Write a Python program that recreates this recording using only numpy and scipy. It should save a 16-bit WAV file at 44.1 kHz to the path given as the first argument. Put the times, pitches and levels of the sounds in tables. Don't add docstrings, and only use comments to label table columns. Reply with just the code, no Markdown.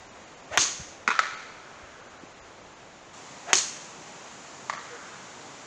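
import sys
import numpy as np
from scipy import signal
from scipy.fft import rfft, irfft
from scipy.io import wavfile
from scipy.ndimage import uniform_filter1d

SR = 44100
rng = np.random.default_rng(int(sys.argv[2]) if len(sys.argv) > 2 else 0)


def dump_mix(stems):
    frames = np.atleast_2d(stems).T
    limited = np.clip(frames, -1, 1)
    pcm = np.round(limited * 32767).astype(np.int16)
    wavfile.write(sys.argv[1], SR, pcm)


def attenuation_scalar(level_db):
    decades = np.asarray(level_db, float) / 20
    return 10 ** decades


N = 249606


def evened(x):
    return x / np.sqrt(np.mean(x ** 2) + 1e-20)


def read(points, hz):
    f, value = np.transpose(points)
    return np.interp(np.log(hz + 1), np.log(f + 1), value)


def add(mix, start_s, sound):
    part = mix[round(start_s * SR):][:len(sound)]
    part += sound[:len(part)]


def laid(maker, rows):
    track = np.zeros(N)
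    for row in rows:
        add(track, *maker(*row))
    return track


def resonate(x, hz, width_hz):
    turn = np.exp(2j * np.pi * np.cumsum(hz * np.ones(len(x))) / SR)
    r = np.exp(-np.pi * width_hz / SR)
    return 2 * (turn * signal.lfilter([1 - r], [1, -r], x / turn + 1e-18)).real


def ring(x, modes):
    y = np.zeros(len(x))
    for k, (hz, width_hz, db) in enumerate(modes):
        y += (-1) ** k * attenuation_scalar(db) * resonate(x, hz, width_hz) / width_hz
    return y / abs(y).max()


def coloured(x, points):
    gain = attenuation_scalar(read(points, np.fft.rfftfreq(len(x), 1 / SR)))
    return evened(irfft(rfft(x) * gain, len(x)))


# (frequency [Hz], width [Hz], level [dB])
HEAD_MODES = [(2420, 310, -28.5), (4000, 2000, -41), (5290, 360, 11), (6470, 1700, 24.5)]
# (time [s], peak [dB], pulse [ms])
BALL_CRACKS = [(.5744, 0, .44), (.58, -13, .3), (.5975, -24, .2), (.6215, -19, .6), (.633, -25, .32),
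               (.642, -24, .32), (3.531, -.8, .5), (3.5364, -7, .36), (3.5438, -20, .2), (3.5546, -9, .22),
               (3.5875, -20, .2), (3.603, -24, .34), (3.6985, -30, .2)]


def crack(start_s, peak_db, pulse_ms):
    u = np.arange(600) / SR / (pulse_ms / 1000)
    pulse = np.where(u < 1, np.sin(2 * np.pi * u) * (0.84 + 0.65 * u), 0)
    scrape = rng.standard_normal(600) * np.exp(-u / 1.5)
    db_per_octave, even_pulse_ms = -4.5, 0.36
    ring_db = db_per_octave * np.log2(pulse_ms / even_pulse_ms)
    return start_s, attenuation_scalar(peak_db) * (pulse + attenuation_scalar(ring_db) * ring(pulse + .45 * scrape, HEAD_MODES))


# (time [s], peak [dB])
FIRST_TOUCHES = [
    (0.5742, -15),
    (3.5313, -15),
]


def tick(start_s, peak_db, *_):
    return start_s, attenuation_scalar(peak_db) * np.array([1., .6])


# (time [s], length [s], level [dB], start [Hz], end [Hz])
FACE_SQUEEZES = [
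    (.5758, .0052, -12.5, 950, 2700),
    (3.5316, .004, -16, 2800, 4000),
]


def squeeze(start_s, length_s, db, start_hz, end_hz):
    u = np.linspace(0, 1, round(length_s * SR))
    hz = start_hz + (end_hz - start_hz) * u ** 2.23
    tone = np.sin(2 * np.pi * np.cumsum(hz) / SR)
    return start_s, attenuation_scalar(db) * tone * signal.windows.tukey(len(u), .4)


# (impact [s], audible length [s], level at impact [dB], shaft whistle at impact [Hz])
DOWNSWINGS = [
    (0.575, .095, -33.5, 700),
    (3.531, .091, -35, 790),
]


def swish(impact_s, length_s, top_db, top_hz):
    u = np.arange(0, length_s, 1 / SR) / length_s
    first_heard_db, swell_power, slow_pitch = -40, 3.03, 0.71
    level_db = top_db + first_heard_db * (1 - u) ** swell_power
    hz = top_hz * (slow_pitch + (1 - slow_pitch) * u)
    wake_hz = np.interp(u, [0, 1], [855, 1740])
    wake_db = np.interp(u, [0, 0.63, 1], [-9, 2, -9])
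    a, b, c = rng.standard_normal((len(u), 3)).T
    whistle = evened(resonate(resonate(a, hz, 260), hz, 260))
    wake = evened(resonate(resonate(b, wake_hz, 1700), wake_hz, 1700))
    wake += attenuation_scalar(-13.5) * evened(resonate(resonate(c, 6700, 1800), 6500, 1800))
    fade = np.minimum(12 * u, 1) * np.minimum(50 * (1 - u), 1)
    return impact_s - length_s, attenuation_scalar(level_db) * (whistle + attenuation_scalar(wake_db) * wake) * fade


# (frequency [Hz], level [dB])
GRIT_SPECTRUM = [(2500, -24), (3500, -15), (4300, -1.5), (5200, -6.5), (6600, 5.5), (7600, -9.5),
                 (8600, -18), (10500, -35), (13000, -51), (13800, -72)]
# (frequency [Hz], level [dB])
CLOD_SPECTRUM = [(100, -57), (300, 2.5), (600, -6), (1100, 4.5), (1600, 1.5), (2300, 3), (3100, 5.5),
                 (3700, 6.5), (5000, -51)]
# (time [s], first burst [dB], cloud [dB], clods against grit [dB], fine sand [dB/octave])
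DIVOTS = [
    (0.5753, -19.5, -23, -7.5, -2),
    (3.532, -14, -24, -12.5, 18),
]


def spray(start_s, burst_db, cloud_db, clods_db, sand_db):
    length_s, rise_s = .46, 0.021
    sand_hz, sand_top_db, burst_clods_db = 6600, 2.5, 10.5
    t = np.arange(0, length_s, 1 / SR)
    draw, size, sign = rng.random((len(t), 3)).T
    grains = np.sign(sign - .5) * attenuation_scalar(-2.2 * np.log(size + 0.11))
    sandy = [(hz, db + min(sand_db * max(np.log2(hz / sand_hz), 0), sand_top_db))
             for hz, db in GRIT_SPECTRUM]
    grit = coloured(grains * (draw < 9000 / SR), sandy)
    clods = coloured(grains * (draw > 1 - 2000 / SR), CLOD_SPECTRUM)
    burst = attenuation_scalar(burst_db - 1100 * t)
    dropping = attenuation_scalar(-190 * np.maximum(t - 2 * rise_s, 0))
    drifting = attenuation_scalar(-10.5 - 54 * t)
    cloud = attenuation_scalar(cloud_db) * (1 - np.exp(-(t / rise_s) ** 2)) * (dropping + drifting)
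    fade = np.minimum(t * 1000, 1) * np.minimum((length_s - t) * 10, 1)
    clod_level = attenuation_scalar(clods_db) * (attenuation_scalar(burst_clods_db) * burst + cloud)
    return start_s, fade * ((burst + cloud) * grit + clod_level * clods)


# (frequency [Hz], width [Hz], level [dB])
TRUNK_MODES = [
    [(434, 110, -14), (790, 135, -7.5), (1060, 190, 3.5), (1440, 60, 0.5), (2010, 240, 2), (2534, 100, -2),
     (3500, 170, -7), (4370, 1800, -3), (5600, 600, -48), (6400, 230, -7.5)],
    [(800, 400, -1), (1050, 350, -3), (1312, 60, -3), (1940, 170, -4), (2170, 250, -5), (3800, 400, -12),
     (4600, 600, -8), (5800, 500, -17), (6900, 500, -14)],
    [(620, 93, -8.5), (920, 190, 1.5), (1180, 65, -2), (1776, 180, 4), (2055, 300, 5.5), (2950, 380, -18),
     (3700, 410, -27), (4600, 390, -2.5), (7100, 190, -2)],
]
# (time [s], peak [dB], trunk [index], contact [ms], top [Hz])
TRUNK_KNOCKS = [
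    (1.0768, -5, 0, 1.65, 9000),
    (1.1911, -6, 1, 0.3, 6000),
    (4.697, -15.5, 2, 0.15, 3500),
]


def knock(start_s, peak_db, trunk, contact_ms, top_hz):
    u = np.arange(3000) / SR / (contact_ms / 1000)
    contact = (u == 0) + 0.36 * rng.standard_normal(3000) * np.exp(-u)
    dulled = signal.lfilter(*signal.butter(2, top_hz, fs=SR), contact)
    return start_s, attenuation_scalar(peak_db) * ring(dulled, TRUNK_MODES[round(trunk)])


# (frequency [Hz], level [dB])
BARK_SPECTRUM = [(200, -21), (500, -17), (1000, -8.5), (1200, -4.5), (1330, 4), (1500, -3), (1750, -4.5),
                 (2050, -6.5), (2700, -17), (3700, -14), (5000, -21), (6800, -18), (8000, -27.5),
                 (11000, -46)]


def chips(start_s, peak_db, *_):
    level_db, decay_ms, tilt_db_per_octave = -16.5, 10.4, 2.5
    t = np.arange(3000) / SR
    size, sign = rng.random((3000, 2)).T
    tilted = [(hz, db + tilt_db_per_octave * np.log2(hz / 1000)) for hz, db in BARK_SPECTRUM]
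    crumbs = coloured(np.sign(sign - .5) * np.log(size + .01) ** 2, tilted)
    envelope = np.minimum(t * 1000, 1) * np.exp(-t * 1000 / decay_ms)
    return start_s, attenuation_scalar(peak_db + level_db) * crumbs * envelope


# (time [s], peak
# [dB], trunk that was hit [index])
TRUNK_ECHOES = [(1.0858, -15.5, 0), (1.103, -11.5, 0), (1.1124, -16, 0), (1.12, -23, 0), (1.127, -29.5, 0),
                (1.1515, -28, 0), (1.1945, -15, 1), (1.198, -18.5, 1), (1.2295, -29, 1), (1.2346, -20.5, 1),
                (1.258, -27.5, 1), (4.698, -22, 2), (4.7017, -25, 2), (4.7274, -27, 2), (4.7354, -23, 2),
                (4.749, -29.5, 2), (4.771, -33, 2), (4.778, -29.5, 2), (4.79, -32, 2)]


def echo(start_s, peak_db, trunk):
    k = round(trunk)
    top_hz = (3000, 3000, 4200)[k]
    smear_ms = (2.4, 1.4, .3)[k] + 20 * (start_s - TRUNK_KNOCKS[k][0])
    return knock(start_s, peak_db, k, smear_ms, top_hz)


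def scatter(decays, build_s, uneven_db):
    taps = np.zeros(2 * SR)
    at = np.arange(0, 2 * SR - 20, 20) + rng.integers(0, 20, (2 * SR - 1) // 20)
    tap_db = uneven_db * np.minimum(rng.exponential(1, len(at)), 4)
    taps[at] = rng.choice([-1., 1.], len(at)) * attenuation_scalar(tap_db)
    hz, t, z = signal.stft(taps, SR, nperseg=256)
    decay = attenuation_scalar(-60 * t / read(decays, hz)[:, None])
    tail = signal.istft(z * decay, SR, nperseg=256)[1]
    tail = tail * (1 - np.exp(-(np.arange(len(tail)) / SR / build_s) ** 2))
    return tail / np.linalg.norm(tail)


# (frequency [Hz], t60 [s])
NEAR_DECAYS = [(300, 0.5), (800, 0.47), (1300, 0.57), (2100, 0.94), (5500, 0.92), (9000, 1)]
# (frequency [Hz], t60 [s])
FAR_DECAYS = [(600, .7), (1100, 1.7), (1330, 1.7), (1600, 0.96), (2100, 1.73), (4000, 1.87)]


def wood_echoes(club, wood):
    sideways = coloured(laid(tick, TRUNK_KNOCKS + TRUNK_ECHOES), BARK_SPECTRUM) * np.std(wood)
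    near = scatter(NEAR_DECAYS, build_s=.016, uneven_db=3.5)
    far = scatter(FAR_DECAYS, build_s=0.073, uneven_db=0.0)
    to_near = attenuation_scalar(-11.5) * club + attenuation_scalar(-5.5) * sideways + attenuation_scalar(-16.5) * wood
    to_far = attenuation_scalar(-27.0) * club + attenuation_scalar(-16.5) * sideways + attenuation_scalar(-17) * wood
    return (signal.fftconvolve(to_near, near) + signal.fftconvolve(to_far, far))[:N]


# (time [s], peak [dB], frequency [Hz], length [s])
SOFT_THUDS = [(0.511, -43, 90, 0.024), (0.585, -33.5, 111, 0.012), (.795, -35, 150, 0.012),
              (0.806, -38.5, 92, 0.021), (1.076, -32.5, 240, 0.019), (1.825, -46, 69, 0.023),
              (2.234, -35.5, 296, 0.0066), (2.397, -52.5, 60, 0.037), (3.532, -35, 384, 0.017),
              (3.546, -32.5, 392, 0.021), (4.897, -41, 503, 0.077), (5.433, -47.5, 807, 0.053)]


def thud(start_s, peak_db, hz, length_s):
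    t = np.arange(round(length_s * SR)) / SR
    tone = np.sin(2 * np.pi * hz * t * (1 - 0.042 * t / length_s))
    return start_s, attenuation_scalar(peak_db) * tone * np.sin(np.pi * t / length_s)


# (frequency [Hz], level [dB per Hz])
WIDE_SPECTRUM = [(15, -37.5), (30, -14.5), (60, -12.5), (110, -7), (160, -9), (600, -5), (1200, -8),
                 (2200, -13), (5000, -22), (6300, -19), (7100, -18), (8200, -36), (10500, -49),
                 (15000, -76)]
# (frequency [Hz], level [dB per Hz])
CLOSE_SPECTRUM = [(15, -60), (30, -45), (79, -13), (163, -2.5), (400, -4.5), (952, -2.5), (1460, -6),
                  (3700, -13.5), (5100, -15), (6300, -10.5), (7200, -10), (8300, -26.5), (10500, -42),
                  (15000, -66)]
# (frequency [Hz], factor [1])
SWELL_SHARE = [(500, 0.013), (1000, 0.086), (1300, 0.47), (1550, 0.81), (1850, 0.24), (2400, 0.064),
               (5000, 0)]
# (centre [s], half length [s], swell [dB])
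MIDBAND_SWELLS = [
    (1.85, 0.39, 7.5),
    (4.2, 0.28, 1.5),
    (5.024, 0.23, 10.5),
    (5.7, 0.23, 2),
]


def air():
    cut_s, wide_db, close_db = 3.14, -47.5, -45
    calm_db, wide_fade_db_per_s = -1.7, -0.44
    frames, hz = N // 256 + 5, np.fft.rfftfreq(1024, 1 / SR)
    a, b, patches = rng.standard_normal((frames, 513, 3)).T
    patches = uniform_filter1d(uniform_filter1d(patches, size=10, axis=0), size=12, axis=1)
    t = np.arange(frames) * 256 / SR
    swell_db = calm_db + sum(db * np.exp(-((t - s) / half) ** 2) for s, half, db in MIDBAND_SWELLS)
    wide = attenuation_scalar(wide_db) * evened(attenuation_scalar(read(WIDE_SPECTRUM, hz)))[:, None]
    close = attenuation_scalar(close_db) * evened(attenuation_scalar(read(CLOSE_SPECTRUM, hz)))[:, None]
    moving_db = read(SWELL_SHARE, hz)[:, None] * swell_db + 0.47 * evened(patches)
    noise = a + 1j * b
    z = noise * np.where(t < cut_s, wide * attenuation_scalar(wide_fade_db_per_s * t), close)
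    unit = np.std(signal.istft(noise, nperseg=1024, noverlap=768)[1])
    return signal.istft(z * attenuation_scalar(moving_db), nperseg=1024, noverlap=768)[1][:N] / unit


def scene():
    club = laid(crack, BALL_CRACKS) + laid(squeeze, FACE_SQUEEZES) + laid(swish, DOWNSWINGS)
    wood = laid(knock, TRUNK_KNOCKS) + laid(echo, TRUNK_ECHOES)
    struck = club + wood + laid(chips, TRUNK_KNOCKS + TRUNK_ECHOES) + wood_echoes(club, wood)
    cloth = signal.butter(5, 7330, fs=SR, output="sos")
    small_bodies = signal.butter(2, 160, "high", fs=SR, output="sos")
    struck = signal.sosfilt(small_bodies, signal.sosfilt(cloth, struck))
    direct = laid(tick, FIRST_TOUCHES) + laid(spray, DIVOTS) + laid(thud, SOFT_THUDS)
    return (struck + direct + air())[None]


TOP_DIPS = [.082, .103, .253, .359, .423, .466, 1.362, 2.023, 2.087, 2.193, 2.279, 2.343, 2.407,
            2.428, 2.62, 2.748, 4.775]


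def dip_top(x):
    size, out = 1882, x.copy()
    hz = np.fft.rfftfreq(size, 1 / SR)
    window = np.sqrt(np.hanning(size))
    for centre_s, draw in zip(TOP_DIPS, rng.random((len(TOP_DIPS), 80))):
        band = draw[np.minimum(hz // 300, 79).astype(int)]
        lost = (hz > 7500) | ((hz > 2800) & (hz < 6000) & (band < .3))
        frame = x[round(centre_s * SR) - size // 2:][:size]
        missing = window * irfft(rfft(frame * window) * lost, size)
        add(out, centre_s - size / 2 / SR, -missing)
    return out


def roll_off(x):
    return signal.sosfilt(signal.butter(12, 16650, fs=SR, output="sos"), x)


def record(dry):
    clipped = np.clip(dry[0], -1, .85)
    mix = dip_top(clipped)[None]
    return roll_off(mix)


dry = scene()
out = record(dry)
dump_mix(out)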